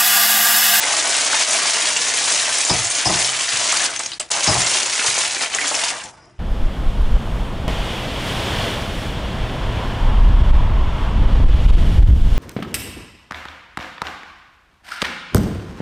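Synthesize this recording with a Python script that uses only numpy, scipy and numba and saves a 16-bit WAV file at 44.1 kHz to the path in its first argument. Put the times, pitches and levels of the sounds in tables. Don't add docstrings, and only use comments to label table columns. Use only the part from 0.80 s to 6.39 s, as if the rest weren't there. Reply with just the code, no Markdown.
import sys
import numpy as np
from scipy import signal
from scipy.fft import rfft, irfft, next_fast_len
from scipy.io import wavfile
from scipy.ndimage import uniform_filter1d
from numba import njit

SR = 44100
rng = np.random.default_rng(int(sys.argv[2]) if len(sys.argv) > 2 else 0)


def transcribe(u):
    v = np.clip(np.atleast_2d(u).T, -1, 1)
    q = np.round(v * 32767).astype(np.int16)
    wavfile.write(sys.argv[1], SR, q)


def ratio_of_db(decibels):
    return 10 ** (np.asarray(decibels, float) / 20)


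N = 246519

# time in seconds, relative level of the crackle's treble in dB,
# its lows against that treble in dB.
PRESS = [(0.0, -22.5, -5.5), (0.03, -19, -6.5), (0.06, -21.5, -4), (0.25, -19, -7.5), (0.42, -19, -10),
         (0.5, -20.5, -9), (0.625, -18.5, -10.5), (0.656, -25, -12), (0.68, -22.5, -4.5), (0.71, -17.5, -9),
         (0.77, -17.5, -8.5), (0.83, -20.5, -7), (0.89, -16, -13.5), (0.96, -21, -6), (1.03, -19, -11.5),
         (1.1, -21.5, -8), (1.2, -21.5, -9.5), (1.3, -20, -9), (1.45, -20.5, -10.5), (1.54, -18, -7.5),
         (1.6, -20.5, -13), (1.69, -21.5, -7.5), (1.79, -18.5, -11.5), (1.84, -23, -13), (1.9, -19.5, -7),
         (2.03, -23, -11), (2.08, -23.5, -10), (2.14, -19.5, -12.5), (2.18, -22.5, -12.5), (2.24, -24, -11),
         (2.31, -21.5, -8), (2.38, -20, -9.5), (2.45, -18, -12), (2.52, -22.5, -12), (2.57, -26, -8.5),
         (2.61, -20, -10.5), (2.65, -22.5, -13), (2.83, -20, -7), (2.87, -22.5, -7), (2.92, -20.5, -13),
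         (3.06, -19.5, -5.5), (3.1, -32, -1), (3.155, -30.5, -6), (3.186, -38.5, -9), (3.2, -24.5, -4),
         (3.23, -36, -7), (3.31, -38.5, -16), (3.385, -51, -18), (3.41, -29, -1.5), (3.46, -60.5, -21),
         (3.5, -41.5, 10), (3.512, -22.5, -8), (3.58, -23, -3.5), (3.65, -20, -9.5), (3.73, -21, -2),
         (3.78, -19, -8), (3.86, -22, -6), (3.96, -17, -10), (4.02, -23.5, -10), (4.22, -22.5, -12.5),
         (4.242, -21.5, -12), (4.3, -20, -14), (4.336, -23.5, -8.5), (4.36, -21, -13.5),
         (4.44, -18.5, -9.5), (4.475, -23.5, -11), (4.6, -28, -9.5), (4.62, -21.5, -6), (4.69, -32, -9),
         (4.73, -29, -4), (4.755, -23.5, -5), (4.78, -28, -10.5), (4.835, -25.5, -7.5), (4.88, -23.5, -9),
         (4.93, -24.5, -11.5), (4.97, -23.5, -3.5), (5.1, -23.5, -12.5), (5.14, -34.5, 3.5),
         (5.25, -40, -7.5), (5.29, -42, -3), (5.32, -56, 2), (5.45, -66.5, 20), (5.5, -67, 11),
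         (5.59, -73.5, 10)]
PRESS_USUAL_DB = -20
# pitch in Hz, relative level in dB, time to fade by 60 dB in seconds.
RIM = [(4620, -4, .07), (5020, 2, .1), (5110, 3, .1), (5590, -1, .08), (6300, -2, .05)]
LEFT_RIGHT = np.array([[1], [-1]])


def level(x, db):
    return x * ratio_of_db(db) / np.sqrt(np.mean(x ** 2))


def colour(x, points):
    hz, db = np.transpose(points)
    size = next_fast_len(N)
    f = np.maximum(np.arange(size // 2 + 1) * SR / size, 1)
    gain = ratio_of_db(np.interp(np.log(f), np.log(hz), db))
    return irfft(rfft(x, size) * gain, size)[..., :N]


def curve(points, column):
    table = np.array(points)
    return np.interp(np.arange(N) / SR, table[:, 0], table[:, column])


def walk(rate_hz):
    steps = rng.standard_normal(600)
    hold = int(SR / rate_hz)
    held = steps[np.arange(N) // hold]
    return 1.3 * uniform_filter1d(uniform_filter1d(held, hold), hold)


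@njit
def ring(count, start, turn, fade, size):
    out = np.zeros(count)
    for k in range(len(start)):
        z, p = size[k] + 0j, np.exp(1j * turn[k] - fade[k])
        for i in range(max(start[k], 0), min(count, start[k] + int(6 / fade[k]))):
            z *= p
            out[i] += z.imag
    return out


def clicks(s, hz, cycles, size, place):
    s, hz, size, place = (v.ravel() for v in np.broadcast_arrays(s, hz, size, place))
    start = (s * SR).astype(int)
    turn = 2 * np.pi * np.clip(hz, 50, 11500) / SR
    fade = turn / (2 * np.pi * cycles)
    size = size * np.where(np.arange(len(s)) % 2, 1, -1)
    mid = ring(N, start, turn, fade, size)
    side = ring(N, start, turn, fade, size * place)
    return mid + side * LEFT_RIGHT


def crackle(count=7000, order=8):
    # frequency in Hz, relative level in dB per Hz.
    sheet = [(24, -64.5), (40, -21.5), (223, -11), (275, -4), (418, -6.5), (469, -1.5), (515, -5),
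             (680, 5.5), (746, 2), (1010, 3), (1330, 0.5), (2030, -1.5), (3790, -7), (6620, -5),
             (10300, -9.5), (13400, -58), (22000, -120)]
    waver_db, waver_hz, colour_waver_db, colour_waver_hz = 0.61, 30.03, 1.5, 29.82
    middle_db, middle_db_per_db, middle_most_db = -3.5, -0.4, 1

    first, later = rng.random((count, 4)), rng.random((count, order, 4))
    s = N / SR * first[:, :1] - .0025 * np.log(later[..., 0])
    spread = 0.125 * (later[..., 1] + later[..., 2] - 1)
    octave = np.clip(first[:, 1:2] ** 0.597 + spread, 0, 1)
    hz = 60 * 2 ** (7.674 * octave)
    size_db = -2.2 * np.log(first[:, 2:3]) + 6 * later[..., 3]
    most_db = np.where(hz < 500, 8, 13)
    size = ratio_of_db(np.minimum(size_db, most_db)) * (hz / 1000) ** 0.86
    place = 0.19 * (2 * first[:, 3:] - 1)
    x = clicks(s, hz, 0.91, size, place)

    facet_size = ratio_of_db(np.minimum(1.5 * size_db[::9, 0], 9)) * hz[::9, 0] ** .4
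    facets = clicks(s[::9, 0], np.maximum(hz[::9, 0], 600), 18., facet_size, 0.)
    mid, side = rng.standard_normal((2, N))
    slide = level(mid + 0.084 * side * LEFT_RIGHT, -2.0)
    x = colour(level(x, 0) + level(facets, -15.0) + slide, sheet)

    press_db = curve(PRESS, column=1)
    top_db = press_db + waver_db * walk(waver_hz)
    mid_db = np.minimum(middle_db + middle_db_per_db * (press_db - PRESS_USUAL_DB), middle_most_db)
    mid_db = mid_db + colour_waver_db * walk(colour_waver_hz)
    low_db = curve(PRESS, column=2) + .5 * colour_waver_db * walk(colour_waver_hz)
    low = signal.sosfilt(signal.butter(2, 1500, fs=SR, output="sos"), x)
    high = signal.sosfilt(signal.butter(2, 4000, "high", fs=SR, output="sos"), x)
    middle = signal.sosfilt(signal.butter(2, [1500, 4000], "band", fs=SR, output="sos"), x)
    mix = level(high, -0.33) - ratio_of_db(mid_db) * level(middle, -6) + ratio_of_db(low_db) * level(low, -1.53)
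    return ratio_of_db(top_db) * mix


def kitchen():
    # frequency in Hz, relative level in dB per Hz.
    floor = [(25, -2), (60, -1), (125, 0), (250, -10.5), (350, -3.5), (520, -26.5), (1300, -22.5),
             (3100, -25), (4200, -36), (10300, -43)]
    mid, side = colour(rng.standard_normal((2, N)), floor)
    return level(mid + ratio_of_db(-18.5) * side * LEFT_RIGHT, -53)


def tail(x, size=4096):
    t60_s, low_t60_s = 0.1, 0.25
    tail_db, side_db = -7.5, -9.5
    t = np.arange(SR // 3) / SR
    out = np.zeros((2, N + 2 * size + len(t)))
    for a in range(-size, N, size):
        noise = rng.standard_normal((2, len(t)))
        low = signal.sosfilt(signal.butter(2, 900, fs=SR, output="sos"), noise)
        echo = (noise - low) * ratio_of_db(-60 * t / t60_s) + low * ratio_of_db(-60 * t / low_t60_s)
        echo = echo * np.minimum(t / 0.0024, 1)
        piece = (x[max(a, 0):a + 2 * size] * np.hanning(2 * size)[max(-a, 0):N - a])[None]
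        wet = signal.fftconvolve(piece, echo / np.sqrt(np.sum(echo[0] ** 2)), axes=1)
        out[:, max(a, 0):max(a, 0) + wet.shape[1]] += wet
    return ratio_of_db(tail_db) * (out[0, :N] + ratio_of_db(side_db) * out[1, :N] * LEFT_RIGHT)


def snap_rows(count=50):
    # time in seconds, relative strength in dB, pitch in Hz,
    # dull flap against the crack in dB.
    set_creases = [(0.0373, -9, 2030, -15), (0.148, -18, 6700, -11), (0.3646, -2, 8100, -13),
                   (0.431, -16, 1950, -21), (0.5184, -8, 7160, -3), (0.532, -10, 1570, -8),
                   (0.5666, -9, 6100, -8), (0.6214, -7, 7600, -24), (0.6769, -19, 3960, -24),
                   (0.694, -10, 6700, -18), (0.8257, -9, 5000, -16), (0.8708, -5, 4830, -26),
                   (0.9457, -9, 2920, -17), (0.9993, -11, 6640, -22), (1.0529, -10, 5800, -4.5),
                   (1.1109, -7, 6300, -30), (1.163, -7.5, 2750, -18), (1.1678, -1, 7300, -24),
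                   (1.2844, -11, 6580, -22), (1.3394, -3, 6770, -12), (1.4546, -13, 6650, -24),
                   (1.5214, -9, 4920, -8), (1.5954, -9, 4020, -23), (1.632, -17, 1660, -25),
                   (1.755, -11, 6400, -23), (1.8498, -1.5, 6900, -16), (1.8964, -1.5, 5140, -19),
                   (1.939, -8, 6500, -14), (1.9894, -5, 6550, -22), (2.0467, -1, 7200, -17),
                   (2.1034, -1.5, 8800, -19), (2.1505, -2.5, 6700, -25), (2.1834, -4, 6440, -19),
                   (2.2558, -13, 5040, -12), (2.2832, -16, 5090, -19), (2.3413, -5, 5540, -22),
                   (2.446, -2, 5660, -18), (2.484, -9, 3100, -25), (2.55, -23, 2700, -24),
                   (2.6105, -12, 4500, -22), (2.6913, -6.5, 5000, -17), (2.725, -18, 1760, -25),
                   (2.7741, -15, 6660, -15), (2.8877, -3.5, 6300, -13), (2.926, -13, 1246, -18),
                   (2.9684, -4, 4550, -28), (3.004, -13.5, 1790, -20), (3.1617, -7, 6100, -32),
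                   (3.1931, -5, 7660, -19), (3.2345, -9, 6100, -19), (3.257, -17, 5340, -35),
                   (3.261, -6.5, 6600, -37), (3.3174, -11, 4300, -30), (3.3335, -13, 4550, -27),
                   (3.3987, -2.5, 7950, -17.5), (3.4015, -14, 3050, -4), (3.5062, -8, 8330, -24),
                   (3.5164, 0, 6670, -20), (3.5389, -7, 5300, -26), (3.6027, -16, 5200, -13),
                   (3.6426, 0.5, 6800, -18), (3.677, -5, 5160, -16), (3.8066, -12, 5820, -3),
                   (3.8183, 0, 7060, -20), (3.8681, -3, 5300, -16), (3.916, -8, 2810, -20),
                   (4.019, -11.5, 2980, -20), (4.0306, -3, 7030, -13.5), (4.0602, -4, 6800, -4.5),
                   (4.135, -6, 6840, -22), (4.1599, -6, 7900, -25), (4.1784, -23, 6500, -21),
                   (4.1945, -8.5, 2450, -25), (4.215, -15, 1680, -13), (4.246, -13, 1224, -13),
                   (4.262, -15, 1060, -7), (4.283, -15, 2390, -20), (4.3, -7, 6570, -13),
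                   (4.3444, -8, 6700, -25), (4.356, -13, 2300, -20), (4.378, -17, 995, -10),
                   (4.407, -8, 6900, -26), (4.43, -20, 1310, -14), (4.5476, -7, 6500, -11),
                   (4.567, -14, 2370, -5), (4.6119, -13, 2370, -24), (4.622, -9, 4900, -19),
                   (4.6344, -11.5, 2310, -23), (4.7002, -19, 2370, -25), (4.7157, -17, 4100, -20),
                   (4.74, -14.5, 2940, -19), (4.749, -4, 7100, -10), (4.7865, -8, 1960, -21),
                   (4.8135, -8, 2300, -23), (4.8424, -13.5, 1660, -15), (4.8504, -12, 3100, -26),
                   (4.8698, -6, 7070, -14), (4.879, -1.5, 6840, -24), (4.889, -12, 7640, -16),
                   (4.904, -16, 5070, -20), (4.913, -14, 860, -13), (4.943, -9, 2750, -22),
                   (4.9511, -4, 5770, -25), (5.0368, -6.5, 4480, -3), (5.0828, -7.5, 5060, -16),
                   (5.1083, -17, 1810, -21), (5.2006, -23, 2860, -20), (5.2194, -24, 1660, -17),
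                   (5.239, -17.5, 7000, -18), (5.248, -28.5, 860, -15), (5.27, -31, 914, -17),
                   (5.34, -39, 1260, -11), (5.375, -39, 1520, -10), (5.44, -46, 1000, -14),
                   (5.455, -44.5, 7500, -21.5), (5.583, -48, 2800, -20)]
    over_press_db, spread_db, top_hz, octaves = 10, 6.5, 7800, 1.3
    flap_db, flap_spread_db = -19, 6
    draw = rng.random((count, 4))
    s = N / SR * draw[:, 0]
    db = curve(PRESS, column=1)[(s * SR).astype(int)] + over_press_db - spread_db * draw[:, 1]
    hz = top_hz * 2 ** (-octaves * draw[:, 2] ** 2)
    flap = flap_db + flap_spread_db * (2 * draw[:, 3] - 1)
    return np.vstack([set_creases, np.transpose([s, db, hz, flap])])


def snaps(order=20, count=150):
    rows = snap_rows()
    s, peak_db, hz, low_db = np.transpose(rows)[..., None]
    draw, after = rng.random((len(rows), order, 4)), rng.random((len(rows), count, 3))
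    place = 0.16 * (2 * draw[:, :1, 1] - 1)
    delay = -.001 * np.log(draw[..., 0] * draw[..., 1]) - .001
    pitch = hz * 2 ** (0.86 * (draw[..., 2] + draw[..., 3] - 1))
    crack = clicks(s + delay, pitch, 2.5, ratio_of_db(peak_db - 12), place)
    flap_hz = 400 * 2 ** (2.017 * draw[..., 2])
    flap = clicks(s + 1.494 * delay, flap_hz, 2.2, ratio_of_db(peak_db + low_db - 21.0), place)
    facet_hz = hz * 2 ** (.25 * (draw[:, :4, 3] - .5))
    facet = clicks(s + 5 * delay[:, :4], facet_hz, 18, ratio_of_db(peak_db - 14), place)
    tick = clicks(s, hz * 2. ** np.arange(-1, 2), 0.53, ratio_of_db(peak_db - 17.0), place)
    late = .07 * after[..., 0]
    shudder_hz = hz * 2 ** (1.78 * (after[..., 1] + after[..., 2] - 1))
    shudder = clicks(s + late, shudder_hz, 0.58, ratio_of_db(peak_db - 14.5 - 60 * late / 0.25), place)
    x = crack + flap + facet + tick + shudder
    return signal.sosfilt(signal.butter(2, 260, "high", fs=SR, output="sos"), x)


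def knocks(order=16):
    # time in seconds, relative strength in dB, ring of the rim in dB,
    # boom of the worktop in dB.
    landings = [(1.897, -12, 5, -4), (1.938, -22, -11, -5), (2.255, -15.5, 9.5, -1.5), (2.296, -14, -3, -9),
                (2.339, -30, -8, 2.5), (2.726, -36, 7, 3.5), (3.675, -12.5, 8.5, -5), (3.693, -18.5, -5, 3),
                (3.762, -17.5, -7, -4), (4.268, -36, -6, 1.5), (5.236, -37, -10, -5), (5.46, -58, -13, 10)]
    # usual pitch in Hz, relative level in dB, time to fade by 60 dB in seconds.
    body = [(69.6, -9.5, 0.33), (93, -3, 0.35), (113, 2.5, 0.4), (128.1, 1, 0.49), (181.3, -1, 0.19),
            (248, -1, 0.069), (330.4, -1.5, 0.19), (386, -7.5, 0.17), (490, -8, 0.24), (678, 6, 0.074),
            (745, 4.5, 0.077), (953, 3, 0.085), (1134, -3, 0.16)]
    s, peak_db, rim_db, boom_db = np.transpose(landings)[..., None, None]
    hz, db, t60 = np.transpose(body + RIM)
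    draw = rng.random((len(landings), order, 1 + 2 * len(hz)))
    later = np.arange(order)[:, None] > 0
    late = .06 * draw[..., :1] * later
    boom = hz < 150
    start = s + late + .012 * boom
    on_rim = np.arange(len(hz)) >= len(body)
    rim_gain_db = on_rim * (rim_db - 3.9 * later)
    boom_gain_db = boom * (boom_db + 4.5 - 20 * later)
    size_db = peak_db + db + rim_gain_db + boom_gain_db - 15.0 - 60 * late / 0.17
    size = ratio_of_db(size_db) * np.where(boom, 1, np.sign(draw[..., 1::2] - .5))
    shift = np.where(on_rim, .006, np.where(boom, .02, .13))
    turn = 2 * np.pi * hz / SR * (1 + shift * (2 * draw[..., 2::2] - 1))
    fade = np.log(1000) / (t60 * SR) + 0 * turn
    return ring(N, (start * SR).astype(int).ravel(), turn.ravel(), fade.ravel(), size.ravel())


def graze():
    # time in seconds, relative level in dB.
    strokes = [(5.3, -66), (5.35, -61), (5.4, -61), (5.44, -55), (5.46, -56), (5.48, -62), (5.53, -69),
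               (5.59, -76)]
    t, db = np.transpose(strokes)
    noise = rng.standard_normal(N)
    x = sum(signal.lfilter(*signal.iirpeak(hz, 70, SR), noise) for hz, _, _ in RIM[1:4])
    return level(x, 0) * ratio_of_db(np.interp(np.arange(N) / SR, t, db, -120, -120))


def scene():
    tin_pan_db = 1.5
    near = crackle() + snaps() + knocks() * ratio_of_db(tin_pan_db * LEFT_RIGHT) + graze()
    return (near + tail(near.mean(axis=0))) * ratio_of_db(0.22 * LEFT_RIGHT) + kitchen()


def band_limit(x):
    return signal.sosfilt(signal.butter(12, 11610, fs=SR, output="sos"), x)


def record(dry):
    # start in seconds, end in seconds, level in dB.
    dropouts = [(3.391, 3.396, -30), (3.499, 3.503, -22)]
    # frequency in Hz, gain of the left-right difference in dB.
    width = [(60, 0.5), (300, 0), (600, 2), (1000, 0.5), (2200, 6.5), (5000, 0.5), (8500, 5)]
    for a, b, db in dropouts:
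        dry = dry * ratio_of_db(np.interp(np.arange(N) / SR, [a - .008, a, b - .002, b], [0, db, db, 0]))
    top = signal.ellip(12, .3, 80, 10283, fs=SR, output="sos")
    x = signal.sosfilt(signal.butter(2, 45, "high", fs=SR, output="sos"), dry)
    mid, side = (x[0] + x[1]) / 2, (x[0] - x[1]) / 2
    x = signal.sosfilt(top, mid + colour(side, width) * LEFT_RIGHT)
    x = np.tanh(1.2 * x) / 1.2
    return band_limit(signal.sosfilt(top, x))


dry = scene()
out = record(dry)
transcribe(out)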